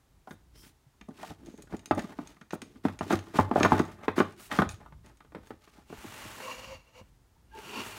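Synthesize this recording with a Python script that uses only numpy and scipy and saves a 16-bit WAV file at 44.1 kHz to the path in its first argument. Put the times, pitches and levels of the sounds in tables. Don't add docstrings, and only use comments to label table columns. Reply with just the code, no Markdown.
import sys
import numpy as np
from scipy import signal
from scipy.fft import rfft
from scipy.io import wavfile
from scipy.ndimage import map_coordinates

SR = 44100
rng = np.random.default_rng(int(sys.argv[2]) if len(sys.argv) > 2 else 0)


def unload_audio(sound):
    columns = np.transpose(np.atleast_2d(sound))
    steps = np.round(np.clip(columns, -1, 1) * 32767)
    wavfile.write(sys.argv[1], SR, steps.astype(np.int16))


N = 351899
TAPS = 8192
BLOW = 882
HZ = np.fft.rfftfreq(TAPS, 1 / SR)
TIME = np.arange(N) / SR

# start_s, favoured_hz (modes the contact point favours), strength_db,
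# weight_db (extra bass from the weight behind it), hardness_db (extra treble)
KNOCK_EVENTS = [(0.273, 756, -47, -6.5, -1), (0.308, 1580, -55, 9.5, 13), (1.011, 233, -63.5, 10.5, -2),
                (1.084, 241, -50, 9.5, -15), (1.106, 250, -64, 17, 7), (1.231, 700, -40.5, -21, -1),
                (1.307, 734, -47.5, 3, -6), (1.672, 1500, -68, 5, 14), (1.724, 171, -52.5, 12, 7),
                (1.737, 233, -43.5, 8.5, -11), (1.91, 1220, -23.5, -2.5, 0.5), (1.968, 306, -44, 11.5, -22),
                (1.978, 650, -34, -6, -9), (2.039, 187, -53.5, 16.5, 3), (2.187, 283, -42, 8, -1),
                (2.367, 1150, -66, 4, 10), (2.413, 220, -61.5, 9.5, 16), (2.532, 340, -37.5, 3.5, 0.5),
                (2.619, 257, -58, 14, 7), (2.757, 243, -67, 16.5, 10), (2.851, 265, -31.5, 9.5, 0),
                (2.884, 740, -45, -10, 9.5), (3.009, 245, -33, -1, -0.5), (3.106, 374, -29, -0.5, 4.5),
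                (3.13, 350, -30, 6.5, -2), (3.388, 880, -18.5, -4, -4.5), (3.408, 690, -40, 3, 9),
                (3.512, 240, -28.5, 1.5, -5.5), (3.558, 610, -21, -7, -8.5), (3.579, 676, -30, 0.5, -9),
                (3.607, 315, -27.5, 3, 1), (3.638, 980, -29.5, 3.5, -3), (3.649, 970, -23, -6, 7),
                (3.655, 1020, -25, -1, -3.5), (3.72, 860, -19, -2.5, -3), (3.741, 850, -34.5, 4.5, -6.5),
                (3.796, 335, -29.5, 8.5, 3.5), (4.081, 440, -26.5, -0.5, 2.5), (4.18, 348, -31.5, 7.5, 1.5),
                (4.202, 378, -23.5, 2.5, 4), (4.514, 1220, -49.5, 9.5, 24.5),
                (4.588, 1040, -24.5, 3.5, 6.5), (4.619, 1350, -27, 1, 6), (4.812, 940, -58, -10, 1),
                (4.861, 1260, -53, -14, 3.5), (4.923, 950, -57.5, -9, 3), (5.205, 1280, -59.5, -6, 10.5),
                (5.247, 437, -64.5, 0, 5), (5.321, 300, -60, 1, 4), (5.348, 430, -46, 0, 4),
                (5.353, 424, -49, -0.5, 0), (5.366, 425, -50, 2.5, -5), (5.506, 405, -44.5, 0.5, 2),
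                (5.675, 430, -62, 1, 7), (5.783, 230, -61, 6.5, -5), (5.901, 320, -55.5, 8.5, -2),
                (5.927, 420, -45, 0.5, -2.5), (6.042, 340, -51.5, 7, 0), (6.253, 322, -58.5, 10.5, 2),
                (6.402, 445, -49, -3.5, 8), (6.748, 238, -69, 8, 2), (7.012, 198, -62.5, 6.5, -2)]
# pitch_hz, level_db (relative), t60_s
CHEST_MODES = [(167, -0.5, 0.046), (212.5, 1.5, 0.074), (265, 1.5, 0.056), (301.8, -0.5, 0.074),
               (342.4, 0, 0.05), (425.7, -1, 0.072), (600.6, -2.5, 0.048), (672.6, -5, 0.076),
               (756.5, -6.5, 0.11), (863.4, 2.5, 0.046), (1048.6, -4, 0.077), (1193, -3, 0.058),
               (1292, -4, .05), (1460, -4, 0.069), (1618, -7, 0.068), (1804, -6, 0.045),
               (1920, -8.5, 0.031), (2136, -9.5, 0.046), (2380, -12.5, 0.026), (2650, -15, 0.038),
               (2870, -30, 0.08), (3220, -17.5, 0.054), (3660, -20.5, 0.07)]


def wide_drawer(mode_width_hz=35, split_hz=480):
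    # pitch_hz, level_db (relative)
    slide_hiss = [(300, -24.5), (1200, 5), (2800, 5), (4500, 1.5), (6600, -1.5), (9000, -5), (12000, -9.5),
                  (15500, -11.5)]
    rings = [(hz, mode_width_hz, db) for hz, db, _ in CHEST_MODES]
    rings.append((100, 51, -9))
    shake = colour(friction(grain_db=3.5, judder_db=5, judder_hz=140.7), resonances(rings))
    shake = unit(low_cut(shake, hz=79.6, order=3))
    shake = wander(shake, depth=0.027, rate_hz=6)
    rasp = colour(shake, -10 * np.log10(1 + (split_hz / (HZ + 1)) ** 6))
    rumble = colour(shake, -10 * np.log10(1 + (HZ / split_hz) ** 6))
    hiss = colour(friction(grain_db=4.5, judder_db=3.5, judder_hz=253.5), read(slide_hiss, HZ))
    hiss = hiss / band_rms(hiss, 3000, 15000)
    rumble_gain, rasp_gain, hiss_gain = rubbing_force()
    return rumble * rumble_gain + rasp * rasp_gain + hiss * hiss_gain


def rubbing_force():
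    # start_s, length_s, grind_db, bite_db (upper modes against the grinding), hiss_db
    scrapes = [(0.525, 0.064, -61.5, -12, -69.5), (0.614, 0.057, -58, -7, -63.5),
               (1.1, 0.1, -62, -7, -69.5), (1.161, 0.14, -49, -1.5, -57), (1.374, 0.086, -51, -12, -77),
               (1.444, 0.052, -46.5, -23, -63.5), (1.508, .04, -52.5, -20, -72),
               (1.571, 0.042, -46.5, -14, -70), (1.69, 0.056, -51.5, -1, -65),
               (1.797, 0.15, -54.5, -9, -89), (1.934, .12, -51, -1, -60), (1.97, 0.031, -34.5, -2, -58),
               (2.082, 0.038, -48.5, 0, -65.5), (2.122, 0.2, -53, -4.5, -67),
               (2.594, 0.18, -54, -17, -74.5), (2.831, 0.041, -47.5, -3, -59), (2.88, 0.057, -59, 4.5, -67),
               (3.002, 0.09, -42.5, -16, -57.5), (3.091, 0.046, -31, -2, -46.5), (3.16, 0.19, -52, -1, -66),
               (3.335, .065, -31.5, -2, -48), (3.42, 0.29, -40.5, -4.5, -68), (3.539, .11, -40, 2, -51),
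               (3.647, 0.16, -33.5, -1.5, -55), (3.824, .11, -51, 2, -64.5), (3.944, 0.087, -57, 3, -98),
               (4.029, 0.017, -52.5, 8.5, -63), (4.155, 0.043, -38, 5, -47.5), (4.24, 0.092, -57, 0, -68),
               (4.355, 0.11, -65, 6, -59), (4.494, .095, -40, 4.5, -47.5), (4.682, 0.05, -64, 4, -58.5),
               (4.784, 0.058, -56, 0, -80), (5.032, 0.059, -54, -2, -69), (5.39, 0.11, -64.5, 1, -75),
               (5.598, 0.095, -70, 5, -69), (5.694, 0.12, -64, 1.5, -70.5)]
    grip_share, release_s = 0.389, 0.027
    chatter_s = 0.013
    rumble_db, rasp_db = -9.5, -15
    power, t = np.zeros((3, N)), np.arange(SR // 2) / SR
    for start, length, grind_db, bite_db, hiss_db in scrapes:
        build_up = np.minimum(t / (grip_share * length), 1)
        jerk = build_up * np.exp(-np.maximum(t - length, 0) / release_s)
        for layer, layer_db in zip(power, (grind_db, grind_db + bite_db, hiss_db)):
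            add(layer, start, (amp(layer_db) * jerk) ** 2)
    chatter = t / chatter_s * np.exp(1 - t / chatter_s)
    for start, _, *force in KNOCK_EVENTS:
        thump_db, body_db, _, _ = knock_levels(*force)
        for layer, layer_db in zip(power, (thump_db + rumble_db, body_db + rasp_db)):
            add(layer, start, (amp(layer_db) * chatter) ** 2)
    return np.sqrt(power)


def knocks(favour_db=10, favour_octaves=0.19, crunch=0.063, rise_s=0.00032, detune=0.013, scatter_db=2):
    knock_bands = [130, 450, 1300, 3000, 15000]
    # pitch_hz, level_db (relative)
    dense_wood = [(60, -12.5), (130, -3.5), (230, -6), (500, -9), (1000, -3), (1600, -9.5), (2500, -19),
                  (4000, -27), (7000, -40.5), (15000, -47)]
    out = np.zeros(N)
    hardest_db = np.array(KNOCK_EVENTS)[:, 2].max()
    for start, favoured_hz, *force in KNOCK_EVENTS:
        levels_db = knock_levels(*force)
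        shift, scatter = rng.standard_normal((2, len(CHEST_MODES)))
        modes = np.array(CHEST_MODES, float)
        favoured = np.exp(-(np.log2(modes[:, 0] / favoured_hz) / favour_octaves) ** 2)
        modes[:, 0] *= 1 + detune * shift * (1 - favoured)
        weights_db = favour_db * favoured + scatter_db * scatter * (1 - favoured)
        dense_db = crunch * (max(levels_db) - hardest_db) - 3
        softness = np.clip(amp(levels_db[0] - levels_db[1]), 1, 5)
        blow = struck(modes, weights_db, dense_wood, dense_db, dense_t60=.036, rise_s=rise_s * softness)
        blow = low_cut(blow, hz=120, order=4)
        add(out, start, contact(blow, knock_bands, levels_db))
    return out


def knock_levels(db, weight_db, hardness_db):
    crushed_db = 0.2 * max(db + 44, 0)
    clack_db = db + hardness_db - 10
    edge_db = db + hardness_db - 21.5 - crushed_db
    return [db + weight_db, db, clack_db, edge_db]


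def ticks(scatter_db=3, detune=0.021):
    # start_s, strength_db, brightness_db
    tick_events = [(0.309, -62, -1.5), (1.012, -61, -6), (1.087, -73, 2), (1.46, -65.5, 2.5),
                   (1.577, -68, 2), (1.622, -61, 4.5), (1.767, -63.5, 3), (1.793, -63, -1), (1.858, -52, 2),
                   (1.949, -68, 11.5), (1.993, -48.5, -4), (2.273, -58, 3.5), (2.412, -67, -3),
                   (2.507, -54, -4.5), (2.524, -58.5, -2.5), (2.54, -61.5, -1), (2.618, -51, -1.5),
                   (2.99, -53, -1.5), (3.127, -44, -2.5), (3.19, -54, -3), (3.6, -46.5, -4.5),
                   (3.631, -32, -5), (3.793, -46, -1), (3.852, -64, 2), (4.034, -63, -7),
                   (4.188, -43.5, -7.5), (4.324, -70.5, -0.5), (4.691, -48, 1), (5.061, -68, 1),
                   (5.171, -74, 2), (5.471, -65.5, -1.5)]
    tick_bands = [1300, 3000, 5500, 15000]
    # pitch_hz, level_db (relative), t60_s
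    contents = [(1800, -7.5, 0.032), (2460, -4.5, 0.045), (2893, -4.5, 0.023), (3730, -9, 0.017),
                (3710, 11, 0.022), (6040, -10, 0.017), (6460, 13, 0.035), (7200, -22.5, 0.024),
                (8970, 6.5, 0.02)]
    # pitch_hz, level_db (relative)
    crisp = [(200, -12.5), (800, -7), (1800, -6.5), (4000, 8), (7000, 3), (10000, -9), (15000, -17)]
    out = np.zeros(N)
    for start, db, bright_db in tick_events:
        shift, scatter = rng.standard_normal((2, len(contents)))
        modes = np.array(contents, float)
        modes[:, 0] *= 1 + detune * shift
        blow = struck(modes, scatter_db * scatter, crisp, dense_db=2, dense_t60=.032, rise_s=.0001)
        levels_db = [db - bright_db, db - 4, db + bright_db]
        add(out, start, contact(blow, tick_bands, levels_db))
    return out


def struck(modes, weights_db, dense, dense_db, dense_t60, rise_s):
    t = np.arange(TAPS) / SR
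    hz, db, t60 = np.transpose(modes)
    size = amp(db + weights_db) * rng.choice([-1, 1], len(hz))
    ring = size @ (np.sin(2 * np.pi * hz[:, None] * t) * amp(-60 * t / t60[:, None]))
    burst = colour(rng.standard_normal(TAPS) * amp(-60 * t / dense_t60), read(dense, HZ))
    return (unit(ring) + amp(dense_db) * unit(burst)) * (1 - np.exp(-t / rise_s))


def contact(sound, edges, levels_db):
    bands = list(zip(edges[:-1], edges[1:]))
    centres = [np.sqrt(lo * hi) for lo, hi in bands]
    fade = signal.windows.tukey(2 * BLOW, .2)[BLOW:]
    for _ in range(2):
        start = sound[:BLOW] * fade
        lift_db = [db - 20 * np.log10(band_rms(start, *band)) for db, band in zip(levels_db, bands)]
        sound = colour(sound, read(list(zip(centres, lift_db)), HZ))
    return sound


def boom(blows, gain_db=12, hz=95, width_hz=6):
    floor = (52, 35, -1)  # Hz, width Hz, dB
    broad_db = resonances([(hz, 6 * width_hz, 0), floor])
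    narrow_db = resonances([(hz, width_hz, 0), floor])
    shoved = (TIME > 2.7) & (TIME < 4.0)
    return colour(blows * amp(gain_db + 3 * shoved), 2 * broad_db + narrow_db)


def bumps(rise_s=0.0073):
    # start_s, pitch_hz, level_db (peak of the envelope)
    bump_events = [(0.864, 132, -52.5), (1.299, 84, -42), (1.731, 80, -41), (4.665, 90, -33.5),
                   (4.7, 94, -41), (4.735, 97, -37.5), (4.921, 140.4, -45), (5.98, 62.4, -46),
                   (6.068, 107, -46.5), (6.089, 119, -51), (6.265, 114, -49), (6.747, 85, -47.5),
                   (7.012, 101.5, -48.5), (7.657, 169.7, -51.5)]
    out, t = np.zeros(N), np.arange(TAPS) / SR
    push = t / rise_s * np.exp(1 - t / rise_s)
    for start, hz, db in bump_events:
        add(out, start, amp(db) * push * np.sin(2 * np.pi * hz * t))
    return out


def small_drawer(stroke, rings):
    # pitch_hz, level_db (relative)
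    glide = [(59, -37), (100, 3.5), (159, -8), (201, 0), (326, -5), (386, -2), (541, -10), (627, -1),
             (682, -8), (861, -1), (2420, -6), (2810, -6.5), (4960, -14), (6810, -12.5), (15500, -20.5)]
    hiss = colour(friction(grain_db=4.5, judder_db=1.04, judder_hz=140), read(glide, HZ))
    hollow = colour(friction(grain_db=1.5, judder_db=2.5, judder_hz=55.28), resonances(rings))
    hollow = wander(hollow, depth=.007, rate_hz=12)
    hiss = hiss / band_rms(hiss, 7000, 15000) * level(stroke, axis=1)
    hollow = hollow / band_rms(hollow, 450, 3000) * level(stroke, axis=2)
    return hiss, hollow


def small_drawer_pull():
    # time_s, hiss_db, hollow_db (before the lift and freedom below)
    draw = [(5.86, -80, -79), (5.898, -70, -53), (6.014, -60, -61), (6.222, -56.5, -47.5),
            (6.36, -57, -59.5), (6.464, -56, -46), (6.744, -69, -54), (6.832, -90, -69.5), (6.86, -83, -73)]
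    # the same columns, time_s, hiss_db, hollow_db
    nudge = [(6.87, -83, -68), (6.922, -91, -75), (6.964, -75, -59), (7.0, -74, -59), (7.04, -88, -76.5),
             (7.1, -84, -86)]
    # pitch_hz, width_hz, level_db (relative)
    hanging_rings = [(241.7, 29, -5), (518, 32.4, 1.5), (643, 41, -5), (905, 70, -4), (1058, 180, -7),
                     (1900, 97, -11.5), (2270, 110, -4.5), (2772, 78, 0.5), (4150, 197, -15),
                     (4580, 120, -12.5), (5375, 300, -19.5), (5900, 140, -14.5), (6760, 130, -13.5)]
    hiss, hollow = small_drawer(list(draw) + list(nudge), hanging_rings)
    return hiss + amp(3) * freedom() * hollow


def freedom():
    return amp(np.interp(TIME, [6.2, 6.45], [-8, 0]))


def small_drawer_push():
    # time_s, hiss_db (before the trim below), hollow_db
    stroke = [(7.48, -94.5, -81), (7.578, -59.5, -55), (7.626, -59, -54.5), (7.806, -52.5, -39.5),
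              (7.856, -50, -53), (7.96, -54, -52), (7.98, -51, -54)]
    # pitch_hz, width_hz, level_db (relative)
    pressed_rings = [(243, 29, -3), (395, 58, -2.5), (906, 100, -6.5), (1060, 60, -9.5), (1393, 42, -6),
                     (2440, 62, -8), (2773, 220, -5.5), (3210, 200, -23), (4474, 160, -14),
                     (5730, 180, -19), (6800, 120, -22.5)]
    hiss, hollow = small_drawer(stroke, pressed_rings)
    return amp(-3.5) * hiss + hollow


def noise_bands():
    # start_s, end_s, centre_hz, width_hz, level_db (before fades)
    band_events = [(0.525, 0.695, 5300, 900, -63.5), (0.524, 0.706, 3180, 160, -73),
                   (1.45, 1.658, 6500, 800, -72.5), (4.687, 4.744, 9100, 1700, -57.5),
                   (6.428, 6.546, 1064, 129, -43.5), (6.44, 6.532, 515, 30, -48),
                   (6.59, 6.786, 532.5, 21.5, -49), (6.95, 7.051, 503, 35.4, -56.5),
                   (7.322, 7.44, 894, 121.6, -72.5), (7.516, 7.63, 880, 35.5, -49),
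                   (7.494, 7.63, 1617, 49.7, -61), (7.543, 7.614, 406, 69.6, -49.5),
                   (7.75, 7.84, 243, 30, -43), (7.76, 7.824, 1054, 90, -44)]
    out = np.zeros(N)
    for start, end, hz, width, db in band_events:
        count = max(round((end - start) * SR), BLOW)
        band = colour(rng.standard_normal(TAPS + count), 2 * resonances([(hz, width, 0)]))[TAPS:]
        add(out, start, amp(db) * unit(band) * signal.windows.tukey(count, .75))
    return out


def brushes():
    # start_s, end_s, level_db (before fades)
    brush_events = [(0.273, 0.36, -65.5), (0.536, 0.735, -61.5), (1.17, 1.34, -69), (2.524, 2.561, -53.5),
                    (4.165, 4.22, -64), (4.368, 4.509, -55), (5.44, 5.53, -70)]
    # pitch_hz, level_db (relative)
    skin = [(500, -24), (2000, -4), (5000, 3), (9000, 9.5), (13000, 4.5), (15500, 6.5)]
    out = np.zeros(N)
    for start, end, db in brush_events:
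        count = max(round((end - start) * SR), BLOW)
        noise = unit(colour(rng.standard_normal(count), read(skin, HZ)))
        add(out, start, amp(db) * noise * signal.windows.tukey(count, .7))
    return out


def room(x, wet_db, build_s=0.0059):
    # pitch_hz, t60_s
    room_decay = [(90, 0.79), (220, 0.038), (560, 0.27), (1500, 0.24), (4000, 0.32), (12000, 0.2)]
    hz, t, z = signal.stft(rng.standard_normal(SR), SR, nperseg=256)
    decay = amp(-60 * t / read(room_decay, hz)[:, None])
    tail = signal.istft(z * decay, SR, nperseg=256)[1]
    tail = tail * (1 - np.exp(-(np.arange(len(tail)) / SR / build_s) ** 2))
    return amp(wet_db) * signal.fftconvolve(x, tail / np.linalg.norm(tail))[:N]


def air(swell_db=4.5, swell_hz=7):
    # pitch_hz, level_db (relative)
    air_colour = [(20, -19.5), (55, 3), (90, -8.5), (120, -5), (190, -16), (320, -17), (550, -25),
                  (900, -23.5), (2400, -32), (7000, -35), (15500, -40.5)]
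    noise = unit(colour(rng.standard_normal(N), read(air_colour, HZ)))
    rumble = signal.sosfiltfilt(signal.butter(2, 250, fs=SR, output="sos"), noise)
    swell = np.interp(TIME * swell_hz, np.arange(N), rng.standard_normal(N))
    return amp(-63.5) * (noise - rumble + rumble * amp(swell_db * swell))


def friction(grain_db, judder_db, judder_hz):
    knots = rng.standard_normal(N)
    judder = np.interp(TIME * judder_hz, np.arange(N), knots)
    slip_db = grain_db * rng.standard_normal(N) + judder_db * judder
    return unit(rng.standard_normal(N) * amp(slip_db))


def wander(x, depth, rate_hz):
    drift = np.interp(TIME * rate_hz, np.arange(N), rng.standard_normal(N))
    return map_coordinates(x, [np.cumsum(1 + depth * drift)], order=3, mode="mirror")


def resonances(rings):
    power = sum(amp(db) ** 2 / (1 + ((HZ ** 2 - hz ** 2) / (width * (HZ + 1))) ** 2) for hz, width, db in rings)
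    return 10 * np.log10(power + 1e-12)


def low_cut(x, hz, order):
    return signal.sosfilt(signal.butter(order, hz, "high", fs=SR, output="sos"), x)


def colour(x, db):
    log_gain = np.log(amp(np.maximum(db, -100)))
    circle = np.concatenate([log_gain, log_gain[-2:0:-1]])
    taps = np.fft.ifft(np.exp(np.conj(signal.hilbert(circle)))).real
    return signal.fftconvolve(x, taps[:TAPS // 2])[:len(x)]


def amp(db):
    return 10 ** (np.asarray(db) / 20)


def unit(x):
    return x / np.sqrt(np.mean(x ** 2) + 1e-20)


def band_rms(x, lo_hz, hi_hz):
    hz = np.fft.rfftfreq(len(x), 1 / SR)
    inside = (hz >= lo_hz) & (hz < hi_hz)
    return np.sqrt(2 * np.sum(abs(rfft(x)[inside]) ** 2) + 1e-20) / len(x)


def read(points, hz):
    f, value = np.transpose(points)
    return np.interp(np.log(hz + 1), np.log(f + 1), value)


def level(rows, axis):
    rows = np.array(rows)
    return amp(np.interp(TIME, rows[:, 0], rows[:, axis], left=-120, right=-120))


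def add(mix, s, sound):
    part = mix[round(s * SR):][:len(sound)]
    part += sound[:len(part)]


def scene():
    wide = wide_drawer()
    blows = knocks() + ticks()
    rocking = boom(blows + amp(-13) * wide)
    sliding = wide + small_drawer_pull() + small_drawer_push()
    details = noise_bands() + brushes()
    tail = room(blows + rocking, wet_db=-10.5)
    return (blows + rocking + tail + bumps() + sliding + details + air())[None]


def record(dry):
    low_pass = signal.firwin(511, 15850, window=("kaiser", 9), fs=SR)
    return signal.oaconvolve(dry, low_pass[None], "same")


dry = scene()
out = record(dry)
unload_audio(out)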